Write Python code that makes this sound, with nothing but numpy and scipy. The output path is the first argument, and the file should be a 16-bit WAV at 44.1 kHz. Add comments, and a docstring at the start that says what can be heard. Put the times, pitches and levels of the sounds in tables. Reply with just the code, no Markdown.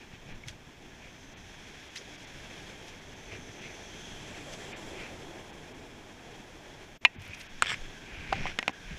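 """Surf washes steadily beside a concrete ledge at night: breakers roar, foam bubbles burst.
Light wind eddies rumble on a body-worn camera. Sleeves rub, fishing gear slips and taps, the mount rocks;
near the end the gear knocks and scrapes on the camera's plastic case, ringing its modes.
A faint electronic whine sits on top and the gain ducks after loud knocks.
The treble drops out for an instant now and then, and the level dips briefly once."""
import sys
import numpy as np
from scipy import signal
from scipy.fft import rfft, irfft
from scipy.io import wavfile

SR = 44100
rng = np.random.default_rng(int(sys.argv[2]) if len(sys.argv) > 2 else 0)


def generate_wav(sig):
    """Save sig (samples, or channels by samples) to the path in sys.argv[1] as 16-bit PCM at SR."""
    pcm = np.round(np.clip(np.atleast_2d(sig).T, -1, 1) * 32767).astype(np.int16)
    wavfile.write(sys.argv[1], SR, pcm)


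N = 396018
TIME = np.arange(N) / SR


def sea():
    """Breakers roar, water washes over rocks, foam bubbles burst; wash and spray follow the swell."""
    # One long wave builds and drains. Each row: time in seconds, roar level in dB, foam level in dB.
    wave = [(0.0, -57, -60), (0.7, -57.5, -61.5), (1.9, -55.5, -54), (2.6, -52, -53), (3.1, -54, -56.5),
            (4.1, -51, -52.5), (4.85, -47, -52.5), (5.88, -52.5, -59), (6.73, -53, -57.5),
            (7.08, -56, -61.5), (7.48, -59, -57.5), (7.73, -54.5, -52.5), (8.13, -54.5, -58),
            (8.4, -53, -55.5), (8.65, -56.5, -57.5), (8.98, -54, -54)]
    roar_db, foam_db = in_time(wave)
    usual_roar_db, usual_foam_db = -54.5, -57
    roar_rise_db = roar_db - usual_roar_db
    foam_rise_db = foam_db - usual_foam_db
    surge = from_db(0.7 * drift(21))
    roar = breakers(usual_roar_db + 0.46, roar_rise_db)
    wash_db = usual_foam_db + 1 + 0.84 * foam_rise_db + 0.73 * drift(22)
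    spray_db = usual_foam_db - 12 + 0.62 * foam_rise_db + 0.47 * roar_rise_db
    # Spectra of wash, foam and fine spray. Each row: frequency in Hz, relative density in dB.
    wash_spectrum = [(900, -9), (1280, -8.5), (1650, 1.5), (1950, -1), (2350, 1), (2700, -2), (3000, -7.5),
                     (3600, -14)]
    foam_spectrum = [(2700, -7.5), (3000, -4), (3280, 3.5), (3600, -3.5), (3950, -8.5), (4750, -11.5),
                     (5400, -6.5), (6200, -7.5), (6750, -9), (7100, -24), (9000, -39)]
    spray_spectrum = [(6000, -16), (6900, -1), (7400, 2.5), (7900, -4), (8500, -9), (9500, -6), (10500, -9),
                      (11500, -13.5), (13500, -17.5), (15000, -23), (15800, -40)]
    wash = from_db(wash_db) * coloured(grains(per_s=16000, spread_db=3.2), wash_spectrum)
    foam = from_db(foam_db - 0.5) * coloured(grains(per_s=22000, spread_db=2.1), foam_spectrum)
    spray = from_db(spray_db) * coloured(grains(per_s=22000, spread_db=1.6), spray_spectrum)
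    return surge * (roar + wash + foam + spray)


def breakers(base_db, rise_db):
    """Each band of the roar churns on its own; the low middle swells most with the wave."""
    # Roar spectrum. Each row: frequency in Hz, relative density in dB.
    spectrum = [(90, -9), (160, -5), (260, 0), (370, 0), (480, -3.5), (700, -4.5), (950, -6.5), (1250, -13),
                (1800, -12.5)]
    # Churning bands. Each row: lower and upper edge in Hz, share of the wave's swing, churn in dB.
    bands = [(40, 168, 0.84, 1), (170, 289, 0.91, 1.5), (291, 380, 1.06, 1.7), (381, 480, 1.12, 1.8),
             (483, 640, 1.09, 1.4), (642, 904, .95, 1.2), (904, 3000, .8, .6)]
    rush = [coloured(rng.standard_normal(N), spectrum) for _ in range(2)]
    out = np.zeros(N)
    for k, (low_hz, high_hz, share, churn_db) in enumerate(bands):
        band = signal.butter(3, [low_hz, high_hz], "band", fs=SR, output="sos")
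        level_db = base_db + share * rise_db + churn_db * drift(8.6)
        out += from_db(level_db) * signal.sosfilt(band, rush[k % 2])   # neighbours are uncorrelated
    return out


def hollows(relative_width=0.11):
    """A narrow band of the sea's rush swells and fades with a hollow colour."""
    # Each row: centre in seconds, length in seconds, pitch in Hz, level in dB.
    swells = [(1.3, 0.62, 6100, -65), (3.7, 1.3, 6060, -60), (4.1, .5, 3230, -55.5),
              (8.6, 2.1, 1600, -56.5), (4.05, .16, 6300, -57), (4.6, .9, 7450, -64), (8.45, .12, 5600, -57)]
    out = np.zeros(N)
    for centre_s, length_s, hz, db in swells:
        edges_hz = [hz * (1 - relative_width / 2), hz * (1 + relative_width / 2)]
        band = signal.butter(2, edges_hz, "band", fs=SR, output="sos")
        rush = rms_one(signal.sosfilt(band, rng.standard_normal(N)))
        out += from_db(db) * swell(centre_s, length_s) * rush
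    return out


def knocks(rattle_db=-48, rattle_t60_s=0.064, node_depth_db=20, node_width_oct=0.14, max_fall_db=41):
    """Gear rings the case: the struck spot weights the modes, and a faint rattle follows contact."""
    # Plastic case modes. Each row: frequency in Hz, relative level in dB, undamped t60 in seconds.
    case_modes = [(283, 2, 0.044), (584, -2, .012), (783, -3.5, 0.041), (873, -6.5, .029),
                  (995, 0.5, 0.024), (1272, -1.5, 0.014), (1428, -1.5, 0.015), (1910, -11.5, 0.077),
                  (2140, 3.6, 0.021), (2441, 2.3, .024), (2665, -5.7, 0.04), (2900, -1, .015),
                  (3310, -14.6, 0.031), (3612, -7.5, .018), (4090, -15, 0.033), (5168, -9, 0.025),
                  (5620, -13, .037), (6500, -6.5, 0.019), (7220, -11, 0.016), (8200, -19, .019),
                  (9840, -17, .009), (12800, -27, .004)]
    # Each row: start in seconds, strength in dB, favoured pitch in Hz, fall from it in dB per octave,
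    # share of the ring time left by the grip, pitch with a node at the spot in Hz.
    strikes = [(7.0504, -6, 2626, 20, 1.27, 1216), (7.0532, -12.2, 940, 67, 1.1, 3726),
               (7.0545, -15, 3149, 14, .63, 5684), (7.6226, -11.5, 3740, 12, 0.42, 6019),
               (7.6287, -19.1, 1439, 8.5, 0.57, 874), (7.6485, -32, 2200, 9, .4, 1000),
               (7.6598, -27.5, 2400, 9, .4, 1000), (7.6815, -27, 3000, 14, .4, 1000),
               (7.703, -22.5, 1900, 17, .4, 1000), (7.7185, -23.5, 1400, 19, 0.59, 2400),
               (7.743, -29, 2300, 12, .4, 1000), (8.32526, -16, 805, 42, 1.4, 3655),
               (8.32816, -11.2, 1517, 10, .34, 2250), (8.33368, -29, 2232, 11, .62, 953),
               (8.4557, -23, 835, 19, 1, 1200), (8.4681, -25.5, 1700, 10, .9, 1000),
               (8.588, -18.5, 1436, 8, 0.87, 1582), (8.5886, -13.5, 2669, 7.5, .58, 2378),
               (8.62796, -26.5, 1825, 6, .63, 1673), (8.6797, -13, 1790, 6, 0.53, 1903),
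               (8.69365, -26, 604, 5.5, 0.75, 1397)]
    out, age_s = np.zeros(N + SR), TIME[:SR // 6]
    hz, mode_db, t60_s = np.transpose(case_modes)
    # A mode builds up over about a cycle and radiates only around its own pitch.
    bands = [signal.butter(1, [f / 1.6, f * 1.6], "band", fs=SR) for f in hz]
    for start_s, db, spot_hz, fall_db_per_oct, ring_share, node_hz in strikes:
        node_db = node_depth_db * np.exp(-(np.log2(hz / node_hz) / node_width_oct) ** 2)
        fall_db = np.minimum(fall_db_per_oct * np.abs(np.log2(hz / spot_hz)), max_fall_db)
        strength = from_db(db + mode_db - node_db - fall_db)
        decay = from_db(-60 * np.minimum(age_s / (t60_s[:, None] * ring_share), 4))
        modes = np.sin(2 * np.pi * hz[:, None] * age_s) * decay
        ring = strength @ np.array([signal.lfilter(b, a, mode) for (b, a), mode in zip(bands, modes)])
        contact = from_db(rattle_db - 60 * age_s / rattle_t60_s) * rng.standard_normal(len(age_s))
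        contact[0] = 1   # the blow itself
        at = int(start_s * SR)
        out[at:at + len(age_s)] -= signal.fftconvolve(contact, ring)[:len(age_s)]
    return out[:N]


def taps(low_cut_hz=630):
    """Small pieces of tapped gear each ring one short note and radiate no bass."""
    # Each row: start in seconds, pitch in Hz, strength in dB, t60 in seconds.
    notes = [(.437, 2220, -38, 0.034), (.483, 3300, -33.5, 0.03), (1.9588, 1800, -33, .012),
             (7.0507, 6840, -24, 0.0062), (7.0535, 4080, -24, .014), (7.334, 2480, -32, 0.037),
             (7.6229, 1420, 3, 0.0052), (7.6229, 7340, -16, .007), (7.6232, 8450, -19, .008),
             (8.328, 5200, -31, 0.0073)]
    low_cut = signal.butter(2, low_cut_hz, "high", fs=SR, output="sos")
    return signal.sosfilt(low_cut, damped_notes(notes))


def bumps(t60_cycles=7.2, max_t60_s=0.38):
    """The soft camera mount rocks for a few cycles when nudged."""
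    # Each row: start in seconds, frequency in Hz, strength in dB.
    nudges = [(.131, 135, -34.5), (.27, 150, -37), (.285, 19, -32), (.467, 124, -31), (.5, 110, -34),
              (3.26, 46, -38), (3.319, 94, -33.5), (3.347, 87, -34), (3.385, 160, -33), (3.49, 110, -36),
              (3.606, 180, -33.5), (3.655, 150, -34), (7.16, 230, -30.5), (7.18, 102, -28),
              (7.203, 110, -31), (7.29, 88, -33), (7.5, 15, -31), (7.616, 100, -31.5), (7.728, 130, -35),
              (7.78, 20, -26), (8.115, 45, -34), (8.19, 70, -34), (8.215, 200, -35), (8.28, 45, -32),
              (8.338, 92, -25), (8.365, 130, -30), (8.372, 15.6, -22), (8.456, 160, -33), (8.845, 34, -32),
              (8.908, 177, -30), (8.914, 58, -31)]
    return damped_notes([(s, hz, db, min(t60_cycles / hz, max_t60_s)) for s, hz, db in nudges])


def scrapes():
    """Hard plastic drags over the case in sparse, gritty slips."""
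    # Each row: centre in seconds, length in seconds, level in dB.
    strokes = [(7.637, 0.025, -38.5), (7.668, .018, -37.5), (7.684, .02, -35.5), (7.709, 0.036, -32.5),
               (7.738, 0.029, -38.5), (8.477, 0.024, -46), (8.508, 0.031, -50)]
    # Grit spectrum. Each row: frequency in Hz, relative density in dB.
    spectrum = [(300, -22), (900, -8), (1450, 1), (1750, 9), (1930, -5), (2150, 10.5), (2600, -3),
                (3000, 4), (3450, 5), (3900, -12), (4500, -9), (5500, -2.5), (6600, -22), (7600, -11),
                (8500, -15), (9500, -30), (11500, -28.5), (15000, -46), (16000, -60)]
    return rubbing(strokes, spectrum, per_s=900, spread_db=3.0)


def rasps(relative_width=0.16):
    """A dragged edge catches; its slips ring one narrow resonance that slides with the contact."""
    # Each row: centre in seconds, length in seconds, start and end pitch in Hz, level in dB.
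    drags = [(1.976, .034, 3000, 6600, -45), (7.674, .02, 3100, 3450, -39), (7.704, .02, 3350, 2900, -37),
             (7.724, .045, 2150, 2120, -37.5), (7.714, .052, 7300, 7800, -48.5)]
    out, slips = np.zeros(N), grains(per_s=1000, spread_db=2.5)
    for centre_s, length_s, start_hz, end_hz, db in drags:
        hz = np.interp(TIME, [centre_s - length_s / 2, centre_s + length_s / 2], [start_hz, end_hz])
        carrier = np.exp(2j * np.pi * np.cumsum(hz) / SR)
        ring_s = 1 / (np.pi * relative_width * start_hz)
        baseband = smoothed(smoothed(slips / carrier, ring_s), ring_s)
        ring = rms_one((baseband * carrier).real)
        out += from_db(db) * swell(centre_s, length_s, order=4) * ring
    return out


def tackle():
    """Line and tackle zip through the fingers; the gear gives a fine, bright crinkle."""
    # Strokes. Each row: centre in seconds, length in seconds, level in dB.
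    slips = [(.484, 0.005, -38), (.492, 0.042, -47), (1.961, 0.004, -41.5), (1.974, 0.034, -42.5),
             (2.885, 0.033, -52), (4.537, 0.032, -44), (7.221, .008, -49), (7.26, 0.048, -59),
             (7.345, 0.014, -46.5), (7.412, 0.02, -46.5)]
    crinkles = [(7.26, 0.084, -65), (7.41, .07, -63)]
    # Their spectra. Each row: frequency in Hz, relative density in dB.
    zip_spectrum = [(800, -20), (1700, 4.5), (3300, 5.5), (4300, 0), (6300, 3), (8000, -9.5), (11000, -14),
                    (15000, -31)]
    crinkle_spectrum = [(8000, -6), (9800, 2), (11000, -6), (13500, -5), (15000, -13), (16000, -35)]
    zipping = rubbing(slips, zip_spectrum, per_s=3000, spread_db=3.5)
    return zipping + rubbing(crinkles, crinkle_spectrum, per_s=390, spread_db=4.0)


def sleeves():
    """Cloth brushes past in dense, tiny slips."""
    # Each row: centre in seconds, length in seconds, level in dB.
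    brushes = [(.02, .06, -54), (.145, 0.048, -52.5), (.31, 0.075, -51), (1.05, 0.13, -55),
               (2.56, .16, -55), (3.33, 0.087, -45.5), (3.65, 0.13, -48), (4.36, 0.16, -51),
               (4.74, 0.074, -47), (5.02, 0.14, -45), (7.31, 0.36, -50), (8.18, 0.27, -47.5),
               (8.37, 0.18, -42.5), (8.48, 0.11, -42.5), (8.92, 0.12, -49)]
    # Cloth spectrum. Each row: frequency in Hz, relative density in dB.
    spectrum = [(200, -5), (600, -6.5), (1200, -10), (1800, -2.5), (2400, 4.5), (3000, -5), (4000, -13.5),
                (6000, -18), (9000, -37), (15000, -52)]
    return rubbing(brushes, spectrum, per_s=5000, spread_db=3.5)


def wind(breeze_db=-55.5, wander_db=0.96, lumps_db=1.54):
    """Eddies at the microphone port give a lumpy rumble: a wandering breeze with gusts on top."""
    # Each row: centre in seconds, length in seconds, level in dB.
    gusts = [(.36, 0.3, -56.5), (1.42, 0.22, -60), (2.7, .6, -64), (4.6, 1.2, -60), (5.545, 0.074, -53),
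             (7.748, 0.3, -55.5), (8.368, 0.23, -47), (8.95, 0.16, -55)]
    # Buffeting spectrum. Each row: frequency in Hz, relative density in dB.
    spectrum = [(15, 5), (30, 0.5), (50, -5), (100, -2), (160, -5), (260, -11), (500, -43)]
    breeze = from_db(breeze_db + wander_db * drift(2.5))
    lumps = from_db(lumps_db * drift(13))
    return (breeze + envelope(gusts)) * lumps * coloured(rng.standard_normal(N), spectrum)


def whine():
    """The electronics give a thin, steady tone with two side tones."""
    # Each row: frequency in Hz, rms level in dB.
    tones = [(14146, -90), (14206, -85), (14266, -98)]
    return sum(from_db(db) * np.sqrt(2) * np.sin(2 * np.pi * hz * TIME) for hz, db in tones)


def dip(x, centre_s=6.995, length_s=0.035, depth_db=28):
    """The level dips briefly just before the first knock."""
    return x * from_db(-depth_db * swell(centre_s, length_s, order=4))


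def dropouts(x, above_hz=4300):
    """Now and then the treble drops out for an instant."""
    # Each row: centre in seconds, length in seconds, loss in dB.
    gaps = [(0.334, 0.022, 7), (1.353, 0.032, 15), (1.895, .018, 6), (2.17, .02, 7), (2.26, .02, 9),
            (3.005, .018, 5), (3.15, .018, 5), (3.605, .018, 5), (4.745, .036, 15), (5.52, .022, 10),
            (5.735, .018, 7), (7.175, .034, 18), (7.484, 0.018, 12), (8.722, .014, 16)]
    lows = signal.sosfiltfilt(signal.butter(4, above_hz, fs=SR, output="sos"), x)
    loss_db = sum(db * swell(centre_s, length_s, order=4) for centre_s, length_s, db in gaps)
    return lows + (x - lows) * from_db(-loss_db)


def gain_control(x, threshold_db=-22.5, duck_share=0.77, attack_s=0.031, hold_fall_db_per_s=47):
    """The gain sinks by a share of the held peak above threshold, then recovers."""
    level_db = 10 * np.log10(smoothed(x[0] ** 2, 0.02) + 1e-12)
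    over_db = np.maximum(level_db - threshold_db, 0)
    ramp_db = hold_fall_db_per_s * TIME
    held_db = np.maximum.accumulate(over_db + ramp_db) - ramp_db
    return x * from_db(-duck_share * smoothed(held_db, attack_s))


def rubbing(strokes, spectrum, per_s, spread_db):
    """Friction: a stream of tiny slips that swells with each stroke."""
    return envelope(strokes) * coloured(grains(per_s, spread_db), spectrum)


def damped_notes(rows):
    """Each touch starts one sine that builds up within a cycle and soon dies."""
    out = np.zeros(N)
    for start_s, hz, db, t60_s in rows:
        at = int(start_s * SR)
        age_s = TIME[at:at + SR] - TIME[at]
        rise = np.sin(np.pi / 2 * np.minimum(age_s * hz, 1)) ** 2
        decay = from_db(db - 60 * np.minimum(age_s / t60_s, 3))
        out[at:at + SR] += rise * np.sin(2 * np.pi * hz * age_s) * decay
    return out


def grains(per_s, spread_db):
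    """Random tiny impulses of uneven size."""
    sizes = from_db(spread_db * np.minimum(rng.exponential(1, N), 4))
    return sizes * rng.choice([-1, 1], N) * (rng.random(N) < per_s / SR)


def coloured(x, spectrum):
    """Give x a spectrum that falls away beyond its ends; rms 1."""
    hz, db = np.transpose(spectrum)
    bin_hz = np.maximum(np.fft.rfftfreq(N, 1 / SR), 1)
    skirts = 1 / np.sqrt((1 + (hz[0] / bin_hz) ** 6) * (1 + (bin_hz / hz[-1]) ** 8))
    shape = from_db(np.interp(np.log(bin_hz), np.log(hz), db))
    return rms_one(irfft(rfft(x) * skirts * shape, N))


def drift(rate_hz):
    """Slow random wander; rms 1."""
    hop, settle = 40, 2000
    pole = np.exp(-2 * np.pi * rate_hz * hop / SR)
    noise = rng.standard_normal(N // hop + settle + 2)
    slow = signal.lfilter([1], [1, -2 * pole, pole * pole], noise)[settle:]
    return np.interp(np.arange(N) / hop, np.arange(len(slow)), rms_one(slow))


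def swell(centre_s, length_s, order=2):
    """A smooth rise and fall; a higher order is squarer."""
    out = np.zeros(N)
    near = slice(*np.searchsorted(TIME, [centre_s - 2 * length_s, centre_s + 2 * length_s]))
    out[near] = np.exp(-np.abs(2 * (TIME[near] - centre_s) / length_s) ** order)
    return out


def envelope(rows):
    """Sum of swells, each at its own level."""
    return sum(from_db(db) * swell(centre_s, length_s) for centre_s, length_s, db in rows)


def in_time(rows):
    """Each column of a curve table at every sample."""
    times_s, *columns = np.transpose(rows)
    return [np.interp(TIME, times_s, column) for column in columns]


def smoothed(x, lag_s):
    """One-pole lag."""
    pole = np.exp(-1 / (lag_s * SR))
    return signal.lfilter([1 - pole], [1, -pole], x)


def from_db(db):
    """Decibels to gain."""
    return np.exp(np.asarray(db) * np.log(10) / 20)


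def rms_one(x):
    """Scale to unit power."""
    return x / np.sqrt(np.mean(x ** 2) + 1e-20)


def scene():
    """Handling noises close by, sea and wind all round; mono."""
    handling = sleeves() + scrapes() + rasps() + tackle() + knocks() + taps() + bumps()
    shore = sea() + hollows() + wind()
    return dropouts(dip(shore + handling))[None]


def record(dry):
    """The electronics add a whine, duck after loud knocks and cut the top."""
    cutoff_hz = 16500
    top_cut = signal.cheby1(12, 0.1, cutoff_hz, fs=SR, output="sos")
    ducked = gain_control(dry + whine())
    return signal.sosfilt(top_cut, np.clip(ducked, -1, 1))


dry = scene()
out = record(dry)
generate_wav(out)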